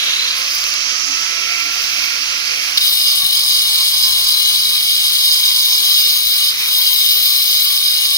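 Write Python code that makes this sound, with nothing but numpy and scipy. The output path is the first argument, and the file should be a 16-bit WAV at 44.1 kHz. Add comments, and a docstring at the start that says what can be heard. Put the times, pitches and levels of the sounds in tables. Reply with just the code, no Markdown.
"""Stone flour mill: run-up and screech

A stone flour mill spins up in a small room: noise filtered by duct and housing is its rushing air,
and sines at multiples of the shaft speed are its rotor whine, which climbs in pitch.
The grinding faces then touch and rub four times a turn: noise modulated by the shaft angle rings the
steel housing into a screech while the load drags the shaft down. The contact eases once, briefly,
and the shaft picks up speed before it bites again."""
import sys
import numpy as np
from scipy import signal
from scipy.fft import rfft, irfft, next_fast_len
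from scipy.io import wavfile
from scipy.ndimage import map_coordinates

SR = 44100
rng = np.random.default_rng(int(sys.argv[2]) if len(sys.argv) > 2 else 0)


def store_wav(level_fs):
    """Save 16-bit WAV to argv[1]."""
    pcm = np.round(np.clip(np.atleast_2d(level_fs), -1, 1) * 32767)
    wavfile.write(sys.argv[1], SR, pcm.T.astype(np.int16))


N = 360297


def amp(db):
    """Decibel definition: amplitude ratio of a level in dB."""
    return 10 ** (np.asarray(db) / 20)


def unit(x):
    """Normalization to an rms of 1."""
    return x / np.sqrt(np.mean(x ** 2) + 1e-20)


def along(points, hz):
    """Logarithmic frequency scale: each column of a table interpolated along it."""
    f, *columns = np.transpose(points)
    return np.array([np.interp(np.log(hz + 1), np.log(f + 1), c) for c in columns])


def curves(rows):
    """Linear interpolation in time: one value per sample for each column after t."""
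    t, *columns = np.transpose(rows)
    return [np.interp(np.arange(N) / SR, t, c) for c in columns]


def wobble(rate):
    """Band-limited fluctuation: a smooth random curve with rate knots a second."""
    knots = rng.standard_normal(int(N * rate / SR) + 4)
    return map_coordinates(knots, [np.arange(N) * rate / SR])


def swell(t, length):
    """Gaussian envelope: a soft bump in time."""
    return np.exp(-((np.arange(N) / SR - t) / length) ** 2)


def swells(rows):
    """Superposition of soft bumps given as (t, height, length)."""
    return sum(height * swell(t, length) for t, height, length in rows)


def since(t):
    """Elapsed time: seconds since t, zero before it."""
    return np.maximum(np.arange(N) / SR - t, 0)


def step(t, rise):
    """Linear ramp: from 0 to 1, starting at t and taking rise seconds."""
    return np.clip(since(t) / rise, 0, 1)


def filtered(x, response):
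    """Linear filtering: the spectrum of x times a complex response of frequency."""
    m = next_fast_len(N + SR // 2)
    return irfft(rfft(x, m) * response(np.fft.rfftfreq(m, 1 / SR)), m)[..., :N]


def ports(direct, diffuse, alike, lead):
    """Spatial coherence: direct sound reaches both ports with a phase lead; the room's share is unrelated."""
    def share(hz):
        return np.clip(along(alike, hz), 0, 1)

    def direct_response(hz):
        return np.sqrt(share(hz)) * np.exp(.5j * along(lead, hz) * [[1], [-1]])

    return filtered(direct, direct_response) + filtered(diffuse, lambda hz: np.sqrt(1 - share(hz)))


# likeness of airborne noise at the two microphone ports: f/Hz, likeness (0-1)
AIR_ALIKE = [(250, 0.96), (450, 0.8), (1400, 0.43), (1800, 0.56), (2500, 1), (4000, 0.71), (6500, 0.5),
             (9000, 0.073)]
# phase by which its left side leads: f/Hz, lead/rad
AIR_LEAD = [(250, 0.3), (550, 3.5), (900, 3.43), (1100, 1.37), (2100, 1.6), (2500, 3.12), (4300, 5.52),
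            (4750, 5), (5350, 6.4), (5750, 9.4), (6300, 11.7), (7000, 4.7), (8000, 14.7)]


def turbulence():
    """Aerodynamic noise: random pressure, partly coherent between the ports."""
    return ports(rng.standard_normal(N), rng.standard_normal((2, N)), AIR_ALIKE, AIR_LEAD)


def rush(tone):
    """Spectral shaping: stereo turbulence of rms 1 with a given colour."""
    return unit(filtered(turbulence(), lambda hz: amp(along(tone, hz))))


# likeness of rubbing sound at the two ports: f/Hz, likeness (0-1)
RUB_ALIKE = [(2200, .65), (2800, .93), (5000, .92), (6200, .45), (9000, .15), (13500, .35)]
# phase by which its left side leads: f/Hz, lead/rad
RUB_LEAD = [(2200, 1.33), (2600, 2.9), (3550, 3), (3950, 4.54), (4200, 3.92), (5300, 6.7), (5900, 10),
            (6250, 10.8), (6500, 11.8), (7900, 13.3), (10000, 19), (12000, 16), (13100, 18.8), (14500, 26)]


def rub_field(direct, diffuse):
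    """Direct and diffuse fields: rubbing noise with its own coherence and phase lead."""
    return ports(direct, diffuse, RUB_ALIKE, RUB_LEAD)


def rub_noise():
    """Broadband excitation: steady rubbing noise at both ports."""
    return rub_field(rng.standard_normal(N), rng.standard_normal((2, N)))


def ring(x, modes):
    """Modal resonance: x through steep-sided peaks, at each port's own strength, set to rms 1."""
    def gain(hz):
        power = 0
        for f, width, left, right in modes:
            peak = 1 / (1 + ((hz - f) / width * np.sqrt(2)) ** 2) ** 2
            power = power + amp([[left], [right]]) ** 2 * peak
        return np.sqrt(power)
    return unit(filtered(x, gain))


def band_gain(rows):
    """Gaussian bands in frequency: a response of summed dB bumps (f, width, dB)."""
    return lambda hz: amp(sum(db * np.exp(-((hz - f) / width) ** 2) for f, width, db in rows))


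# antiresonances of the housing: f/Hz, width/Hz, gain/dB
NOTCHES = [(2743, 59, -14), (3380, 160, -4.5), (4520, 170, -6), (5053, 46, -9.5), (5270, 72, -4),
           (5780, 110, -3), (7480, 250, -6.5)]


def notched(x):
    """Antiresonance: narrow gaps where the housing radiates little."""
    return filtered(x, band_gain(NOTCHES))


# run-up: speeds in turns/s, time constant in s
START_RPS, FREE_RPS, RUNUP_S = 27.3, 50.3, .625
# under load: quick sag in turns/s, its time constant in s, then steady drag in turns/s per s
SAG_RPS, SAG_S, DRAG_RPS_PER_S = 4.75, .52, 1.05
# the faces first touch, rebound, then bite (s)
TOUCH_S, REBOUND_S, BITE_S = 2.773, 2.784, 2.803
# the contact eases and bites again (s); pickup in turns/s and its decay constant in s
EASE_S, REBITE_S, PICKUP_RPS, RELOAD_S = 6.49, 6.7, 2.2, .25


def loaded(rise=0.048):
    """Load transition: 0 while the mill runs free, 1 soon after the faces touch."""
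    return step(TOUCH_S, rise)


def eased(release=0.027, attack=0.022):
    """Contact relief: 1 while the contact is eased, else 0."""
    return step(EASE_S, release) - step(REBITE_S, attack)


def speed():
    """Rotational inertia: turns/s near the free speed, sag under load and pick up while eased."""
    free = FREE_RPS - (FREE_RPS - START_RPS) * np.exp(-since(0) / RUNUP_S)
    sag = SAG_RPS * (1 - np.exp(-since(TOUCH_S) / SAG_S)) + DRAG_RPS_PER_S * since(TOUCH_S)
    pickup = PICKUP_RPS * step(EASE_S, REBITE_S - EASE_S) * np.exp(-since(REBITE_S) / RELOAD_S)
    return np.minimum(free, free[round(TOUCH_S * SR)]) - sag + pickup


# colour of the airflow: f/Hz, left level/dB, right level/dB (spectral density)
AIR_TONE = [(130, -26, -25), (220, -22, -22.5), (315, -17.5, -22), (460, -22, -11), (694, -9.5, -12),
            (890, -10.5, -13), (1310, -6, -2.5), (1774, -7.5, -6), (2385, -2.5, 6.5), (2610, 1.5, 6.5),
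            (4230, -9.5, -4), (6130, -3, 3.5), (7900, -15, -23), (15900, -44, -28)]
# resonances of the air duct, fading out after the touch: f/Hz, width/Hz, rise/dB
DUCT = [(1685, 16, 7.5), (2683, 36, 6.5), (3220, 38, 5.5), (4070, 70, 5), (4730, 58, 11.5)]


def air(free_db=-20.5, lowered_db=-30, rise_db=6, drop_s=0.07):
    """Duct resonance and flow noise: the rushing air sounds quieter from the touch on, and louder again while
    the contact eases."""
    drop = 1 - np.exp(-since(TOUCH_S) / drop_s)
    flow = rush(AIR_TONE)
    ducted = filtered(flow, band_gain(DUCT))
    level_db = free_db + (lowered_db - free_db) * drop + rise_db * eased() + 0.74 * wobble(12)
    return amp(level_db) * (ducted + drop * (notched(flow) - ducted))


# air jet at the outlet, running free: t/s, level/dB, centre f/Hz, left minus right level/dB
JET = [(0, -22.5, 3300, -23), (.3, -25.5, 4120, -7), (.5, -21, 5130, -4), (.68, -21.5, 5430, -7),
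       (.85, -20, 5330, -25), (1.05, -19.5, 5530, -28), (1.5, -22.5, 5150, -27), (2, -21.5, 5040, -12),
       (2.76, -23, 4850, -11)]
# the jet under load: level/dB, centre f/Hz, left minus right level/dB
JET_LOADED = (-25, 4620, -2.7)


def jet(width_hz=620):
    """Jet noise: a band of outlet turbulence drifts in pitch while free and settles under load."""
    level, centre, pan = [free + (held - free) * loaded() for free, held in zip(curves(JET), JET_LOADED)]
    spectrum = signal.stft(rush([(100, 0, 0), (16000, 0, 0)]), nperseg=512)[2]
    hz = np.fft.rfftfreq(512, 1 / SR)[:, None]
    at = np.minimum(np.arange(spectrum.shape[2]) * 256, N - 1)  # sample under each frame
    passband = np.exp(-((hz - centre[at]) / (2 * width_hz)) ** 2)
    band = unit(signal.istft(spectrum * passband, nperseg=512)[1][:, :N])
    sides = np.array([amp(pan / 2), amp(-pan / 2)])
    return amp(level) * sides / np.sqrt(np.mean(sides ** 2, axis=0)) * band


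# colour of the dust hiss: f/Hz, left level/dB, right level/dB (spectral density)
DUST_TONE = [(6130, -42, -46), (8670, -3, -4), (9550, -0.5, -11), (10100, 3, 0), (11800, 1, -25),
             (13800, -8.5, -20), (15100, -1, -18), (15600, -5, -32)]
# puffs of dust: t/s, rise/dB, length/s
PUFFS = [(0, 4, 0.39), (.39, 6.5, 0.04), (0.56, 6, 0.073), (.69, 4.5, .03), (2.0, 3, 0.51),
         (2.727, 5.5, 0.26)]


def dust(free_db=-37, loaded_db=-32.0):
    """Particle-flow noise: fine dust hisses and is thrown out in a few puffs."""
    level_db = free_db + (loaded_db - free_db) * loaded() + swells(PUFFS) + 0.95 * wobble(65)
    return amp(level_db) * rush(DUST_TONE)


# housing modes: f/Hz, width/Hz, left level/dB, right level/dB
STEEL = [(2330, 275, -17, -17.5), (2855, 59, -4, -6.5), (2962, 47, -0.5, -2.5), (3210, 40, -3.5, -2.5),
         (3280, 260, 0, -2.5), (3727, 220, 0.5, 0), (3806, 39, -5, -1), (4026, 140, 2.5, -9.5),
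         (4003, 64, -5.5, -12), (4330, 165, -4.5, -1.5), (4930, 164, -4.5, 5), (4955, 18, -2, -7),
         (5210, 140, -5, -0.5), (5230, 130, -20, -18.5), (6264, 94, -7.5, -7), (6490, 125, -6, -10)]


def brush(turns, spread_hz=520, beat_db=5.5, start_db=-27.0, hold_s=0.23, clear_s=.22, light_db=-37):
    """Source-filter principle: a once-a-turn scrape climbs with the shaft through fixed housing modes.

    It lightens as the faces clear."""
    grit = filtered(rng.standard_normal((3, N)), lambda hz: np.exp(-(hz / spread_hz) ** 2))
    # the carrier moves the grit's band to the 124th multiple of the shaft
    scrape = grit * np.cos(2 * np.pi * 124 * turns) * amp(beat_db * np.cos(2 * np.pi * turns))
    level = amp(light_db + (start_db - light_db) * np.exp(-since(hold_s) / clear_s)) * (1 - loaded())
    return level * notched(ring(rub_field(scrape[0], scrape[1:]), STEEL))


# narrow modes of the stone mount under the early scrape: f/Hz, width/Hz, left level/dB, right level/dB
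WHISTLE = [(2730, 70, -3, -4), (3200, 40, -6, -7), (3465, 35, -5, -6), (3775, 36, -1, 2), (3965, 20, 2, 1),
           (4045, 24, 4, 4)]
# modes that take over as the speed rises: f/Hz, width/Hz, left level/dB, right level/dB
WHISTLE_HIGH = [(4715, 45, -3, 5), (4900, 70, -6, 1), (4950, 60, -7, 1)]
# when those sing: t/s, level/dB, length/s
WHISTLE_SWELL = (0.55, -26, 0.17)


def whistle(turns, level_db=-22, end_s=0.29, fade_s=.1, beat_db=4.5):
    """Forced modal vibration: the scrape rings low modes at steady pitch, then higher ones take over."""
    force = rub_noise()
    t, db, length = WHISTLE_SWELL
    level = amp(level_db + beat_db * np.cos(2 * np.pi * turns)) * (1 - step(end_s, fade_s))
    return level * ring(force, WHISTLE) + amp(db) * swell(t, length) * ring(force, WHISTLE_HIGH)


# colour of the frame's rumble: f/Hz, left level/dB, right level/dB (spectral density)
FRAME_TONE = [(15, -10, -13), (50, 2, 2), (69, 1, 2), (120, -3, -5), (167, 0, 1.5), (220, -4, -5),
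              (600, -3.5, -2.5), (1190, 4, 0), (2010, -44, -37)]
# dull knocks of the frame: t/s, level/dB, length/s
KNOCKS = [(3.245, -41, .025), (6.0, -54, 0.02), (6.112, -51, 0.023), (6.27, -44, 0.02), (7.103, -46, 0.025),
          (7.19, -47, .025), (7.555, -42, 0.021)]
# swells of the sixth shaft multiple, a panel booming: t/s, level/dB, length/s
BOOMS = [(1.104, -41.5, 0.032), (1.66, -47, 0.06)]
# deep hum that passes as the shaft slows: t/s, level/dB, length/s
HUM = (4.13, -49.5, 0.34)


def bursts(rows):
    """Superposed bursts: summed envelopes given as (t, level/dB, length)."""
    return sum(amp(db) * swell(t, length) for t, db, length in rows)


def frame(turns, free_db=-56, loaded_db=-44.5, settle_db_per_s=1.0,
          panel_db=-57.5, boom_hz=288, boom_width_hz=22):
    """Structure-borne sound: rumble jumps with load and settles, amid knocks, panel booms and a hum."""
    hum = bursts([HUM]) * unit(np.sin(2 * np.pi * 1.56 * turns + .4 * wobble(8)))
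    panel = unit(filtered(rng.standard_normal(N), lambda hz: 1 / (1 + ((hz - boom_hz) / boom_width_hz) ** 2)))
    sixth = unit(np.sin(2 * np.pi * 6 * turns + .4 * wobble(30)))
    booms = panel * amp(panel_db) * (1 - loaded()) + sixth * bursts(BOOMS)
    thud = unit(filtered(rng.standard_normal(N), lambda hz: 1 / (1 + (hz / 170) ** 4)))
    knocks = thud * bursts(KNOCKS)
    shake_db = (1 - loaded()) * free_db + loaded() * (loaded_db - settle_db_per_s * since(TOUCH_S))
    shake = rush(FRAME_TONE)
    deep = filtered(shake, lambda hz: hz < 250)
    rumble = amp(1.7 * wobble(23)) * deep + amp(2.5 + 0.44 * wobble(20)) * (shake - deep)
    return amp(shake_db) * rumble + hum + booms + knocks


# rotor tones running free: multiple of the shaft, level/dB, change/(dB/s)
FREE_ORDERS = [(14, -3, -7.5), (28, 0, 0), (42, -9, 0), (56, -7, 0)]
# their common level: t/s, level/dB
FREE = [(0, -62), (.25, -43), (.9, -43.5), (1.13, -42), (1.24, -36), (1.42, -37), (1.52, -33), (1.7, -34),
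        (1.85, -42), (2.1, -41), (2.48, -43), (2.7, -55)]
# rotor tones under load: t/s, 24th multiple level/dB, 28th multiple level/dB
LOADED = [(2.8, -63, -73), (3.13, -44, -60), (3.75, -48, -55), (4.05, -41.5, -52), (4.5, -46, -53),
          (4.95, -58, -58), (5.2, -48, -53), (5.62, -44, -58), (5.88, -50, -49), (6.3, -59, -49.5),
          (6.6, -58, -50), (6.74, -46.5, -57), (6.98, -51, -57), (7.12, -63, -51), (7.3, -64, -50),
          (7.5, -70, -47), (7.85, -70, -44.5), (8.17, -70, -50)]
# further tones under load: multiple of the shaft, level/dB against the 24th
LOAD_ORDERS = [(4, -10.5), (36, -10.5), (48, -8)]
# the 16th multiple, dying away under load: level/dB against the 24th, change/(dB/s)
LOW_ORDER = (-6.5, -2.8)
# fluctuation of each tone, and of all tones together as the load breaks them up (dB)
TONE_FADE_DB, BREAKUP_DB = 1.1, 3.2


def whine(turns, flutter_db=2.0, smear=0.7):
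    """Blade-passing tones: ribs and vanes chop the air at multiples of shaft speed, in fluttering flow."""
    def line(k):
        level = amp(flutter_db * wobble(35) + TONE_FADE_DB * wobble(11))
        # phase jitter in radians, widest at the start of the run-up
        spread = smear * (1 + .5 * np.exp(-since(0) / RUNUP_S))
        jitter = spread * wobble(35) + .3 * wobble(120)
        return unit(level * np.sin(2 * np.pi * k * turns + jitter))

    ribs_db, vanes_db = curves(LOADED)
    free = amp(curves(FREE)[0]) * sum(amp(db + rise * since(0)) * line(k) for k, db, rise in FREE_ORDERS)
    sixteenth = amp(LOW_ORDER[0] + LOW_ORDER[1] * since(TOUCH_S)) * line(16)
    ribs = amp(ribs_db) * (line(24) + sixteenth + sum(amp(db) * line(k) for k, db in LOAD_ORDERS))
    vanes = amp(vanes_db) * line(28)
    tones = (1 - loaded()) * free + loaded() * (ribs + vanes) * unit(amp(BREAKUP_DB * wobble(22)))
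    # f/Hz, left lead/rad
    lead = [(200, 2.7), (500, 0.75), (850, 1.4), (1050, 0.25), (1400, 0.31), (2500, 0.63)]
    return amp([[-1.5], [1]]) * filtered(tones, lambda hz: np.exp(.5j * along(lead, hz) * [[1], [-1]]))


# highest hiss: f/Hz, width/Hz, left level/dB, right level/dB
FIZZ = [(13200, 340, 0, -14), (14620, 640, 0, -18)]
# its course: t/s, level/dB
FIZZ_LEVEL = [(0, -40), (.3, -43), (.55, -32), (.8, -44), (1.5, -40), (1.8, -36), (2.0, -33), (2.3, -41.5),
              (2.75, -38), (2.9, -22), (3.2, -38), (5.2, -29), (6.2, -21.5), (6.55, -30), (6.75, -21),
              (7.1, -19), (7.7, -22.5), (8.0, -37)]


def fizz():
    """Band-limited noise: a thin hiss at the top of the range swells and fades."""
    return amp(curves(FIZZ_LEVEL)[0] + 2.1 * wobble(80)) * ring(rub_noise(), FIZZ)


# stray grains striking the housing: t/s, level/dB
TICKS = [(.062, -18), (.245, -19), (.604, -17), (.641, -12), (.74, -13), (1.841, -14), (2.264, -20)]


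def ticks(length=0.0012):
    """Impulsive excitation: single grains snap against the metal as very short noise bursts."""
    # f/Hz, left level/dB, right level/dB
    snap = rush([(1000, -17, -20), (4500, 11, 5), (7000, -9, -14), (15000, -1, -16)])
    return snap * bursts([(t, db, length) for t, db in TICKS])


# band in which the airflow howls: f/Hz, width/Hz, left level/dB, right level/dB
HOWL = [(2390, 330, -2.5, 4)]
# its surges: t/s, level/dB, length/s
SURGES = [(1.55, -23, 0.25), (2.053, -22.5, 0.12), (2.597, -24.5, .14), (6.634, -26, .045)]


def howl():
    """Flow-excited resonance: the airflow surges in a low resonance of the housing."""
    return bursts(SURGES) * ring(turbulence(), HOWL)


# gain of the first touch and of the rebound (dB), rise of the touch (s), change while eased (dB)
TOUCH_DB, REBOUND_DB, TOUCH_ATTACK_S, EASE_DB = 6.5, -11, .001, -4
# the moment when the faces almost part: t/s, length/s, change/dB
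PARTING = (6.55, 0.032, -6)


def contact(release=0.0013, bite=0.0099):
    """Contact mechanics: gain of a hard first touch, a rebound, then lasting contact that eases once."""
    touch = amp(TOUCH_DB) * (step(TOUCH_S, TOUCH_ATTACK_S) - step(REBOUND_S, release))
    rebound = amp(REBOUND_DB) * (step(REBOUND_S, release) - step(BITE_S, bite))
    t, length, db = PARTING
    return touch + rebound + step(BITE_S, bite) * amp(EASE_DB * eased() + db * swell(t, length))


def surface(rubs, size=96, count=5):
    """Periodic roughness: the same patch passes at every rub and wears into a new shape."""
    def patch():
        return map_coordinates(rng.standard_normal(size), [rubs % 1 * size], mode="grid-wrap")

    wear = np.array([wobble(8) for _ in range(count)])
    return unit(sum(w * patch() for w in wear / np.linalg.norm(wear, axis=0)))


def wander(x, flat=0, share=.0015, rate=14):
    """Frequency modulation: the ringing's pitch strays as the contact shifts, and may go flat."""
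    stray = share * filtered(wobble(rate), lambda hz: hz > 1)
    at = np.arange(N) + np.cumsum(stray - flat)  # warped reading position
    return np.array([map_coordinates(side, [at]) for side in x])


def patches(x, gain_db):
    """Time-frequency weighting: gain_db(Hz, t, field) may draw on smooth random fields."""
    hz, t, z = signal.stft(x, SR, nperseg=1024)

    def field(size, count):
        kernel = np.outer(np.hanning(size + 3), np.hanning(count + 3))
        return unit(signal.fftconvolve(rng.standard_normal(z.shape[1:]), kernel, "same"))

    return signal.istft(z * amp(gain_db(hz, t, field)), nperseg=1024)[1][:, :N]


def shifting(x, depth_db=1.1):
    """Modal participation: neighbouring modes take turns to stand out as the contact point shifts."""
    return patches(x, lambda hz, t, field: depth_db * field(size=3, count=3))


# high modes of the rubbing faces: f/Hz, width/Hz, left level/dB, right level/dB
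FACES = [(7917, 76, -4.5, -12), (8630, 470, -7.5, -19.5), (10116, 380, 0, -32), (10960, 1900, -8, -25.5),
         (12300, 500, -12, -29), (12600, 400, -9, -18), (13340, 250, -0.5, -14), (14540, 280, -0.5, -18),
         (16500, 2200, -4.5, -40)]
# contact pressure up to the easing, and after it; only departures from the mean act: t/s, level/dB
PRESSURE = [(2.83, -24.5), (3.1, -22.5), (3.31, -27.5), (3.38, -21.5), (4.28, -22.5), (4.34, -23),
            (4.68, -23.5), (4.71, -23.5), (5.17, -23), (5.24, -21), (6.13, -21.5), (6.2, -26),
            (6.45, -23.5)]
PRESSURE_AFTER = [(6.76, -23.5), (7.468, -23.5), (7.486, -20.5), (7.63, -25.5), (8.15, -23)]
# spell of uneven rubbing around each turn: t/s, depth/dB, length/s
THROB = (3.32, 2.5, 0.13)
# brief harder bites, lifting the upper modes: t/s, rise/dB, length/s
BITES = [(3.095, 3, .03), (3.53, 1.5, .035), (4.04, 4, .022), (4.262, 4, 0.021), (4.6, 2, 0.091),
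         (5.33, 1, 0.07), (5.72, 3, .025), (7.84, 0.5, .04)]
# spells in which the lower modes fall back: t/s, change/dB, length/s
LULLS = [(3.45, -5, 0.026), (4.31, -1.5, .025), (6.29, -1, 0.021), (6.69, -1, 0.017)]
# the upper ringing goes a little flat: t/s, share of its pitch, length/s
FLATTEN = (4.7, .009, .5)
# the faces' sizzle is weak at first (dB), then builds (s)
SIZZLE_START_DB, SIZZLE_BUILD_S = -6, .05
# amplitude of the repeating friction against the fresh grit's 1; low limit of radiation (Hz)
REPEAT_SHARE, RUB_LOW_HZ = .42, 1300


def screech(turns, rub_db=0.5, throb_db=0.05, flutter_db=0.41, grit_db=0.72,
            lower_db=-14.5, upper_db=-18.5, sizzle_db=-20, lower_follows=0.21, sizzle_follows=0.16,
            dull_db_per_s=0.02, sharpen_db_per_s=0.1):
    """Friction-excited resonance: four rubs a turn, part repeating and part grit, ring housing and faces."""
    rubs = 4 * turns
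    t, depth_db, length = THROB
    throb_depth = throb_db * wobble(3.04) + depth_db * swell(t, length)
    throb = throb_depth * np.cos(2 * np.pi * turns + .5 * wobble(16))
    rub = rub_db * np.cos(2 * np.pi * rubs + .5 * wobble(52))
    pressure = unit(amp(rub + throb + flutter_db * wobble(35) + grit_db * wobble(170)))

    def friction():
        return pressure * (REPEAT_SHARE * surface(rubs) + rng.standard_normal(N))

    force = rub_field(friction(), np.array([friction(), friction()]))
    # the upper modes follow the pressure most; with time the energy moves from the housing to the faces
    rows = np.vstack([PRESSURE, PRESSURE_AFTER])
    press_db = curves(rows)[0] - np.mean(rows[:, 1])
    low = lower_db + lower_follows * press_db - dull_db_per_s * since(BITE_S)
    sizzle = sizzle_db + sizzle_follows * press_db + sharpen_db_per_s * since(BITE_S)
    sizzle = sizzle + SIZZLE_START_DB * (1 - step(REBOUND_S, SIZZLE_BUILD_S))
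    lower = amp(low + swells(LULLS)) * ring(force, [m for m in STEEL if m[0] < 4500])
    upper = amp(upper_db + press_db + swells(BITES)) * ring(force, [m for m in STEEL if m[0] >= 4500])
    faces = amp(sizzle + 0.86 * wobble(70)) * ring(force, FACES)
    ringing = notched(shifting(wander(lower) + wander(upper, swells([FLATTEN]))) + faces)
    # the rubbing parts radiate weakly at low frequency
    return contact() * filtered(ringing, lambda hz: 1 - np.exp(-(hz / RUB_LOW_HZ) ** 4))


def patchy(x, depth_db, top_hz=950, gap_db=13, free_share=.55, lift_db=.6):
    """Time-frequency weighting: the low register is randomly uneven, with gaps set deeper after the touch."""
    def gain_db(hz, t, field):
        weight = along([(200, 0), (450, 1), (top_hz, 1), (1.17 * top_hz, 0)], hz)[0][:, None]
        dips = np.minimum(field(size=6, count=7) + .4, 0)
        gaps = gap_db * dips * np.where(t > TOUCH_S, 1, free_share)
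        return weight * (lift_db + depth_db * field(size=4, count=7) + gaps)
    return patches(x, gain_db)


def scene():
    """Superposition: one shaft angle drives the tones, the shaking and the rubbing."""
    turns = np.cumsum(speed()) / SR
    rubbing = brush(turns) + whistle(turns) + screech(turns)
    body = air() + frame(turns) + howl() + jet() + dust() + rubbing
    return patchy(body, depth_db=3.0) + fizz() + whine(turns) + ticks()


TOP_HZ = 15800  # band limit


def record(dry):
    """Clipping and band limitation: peaks stop at full scale, then a sharp low-pass acts."""
    return filtered(np.clip(dry, -1, 1), lambda hz: hz < TOP_HZ)


dry = scene()
out = record(dry)
store_wav(out)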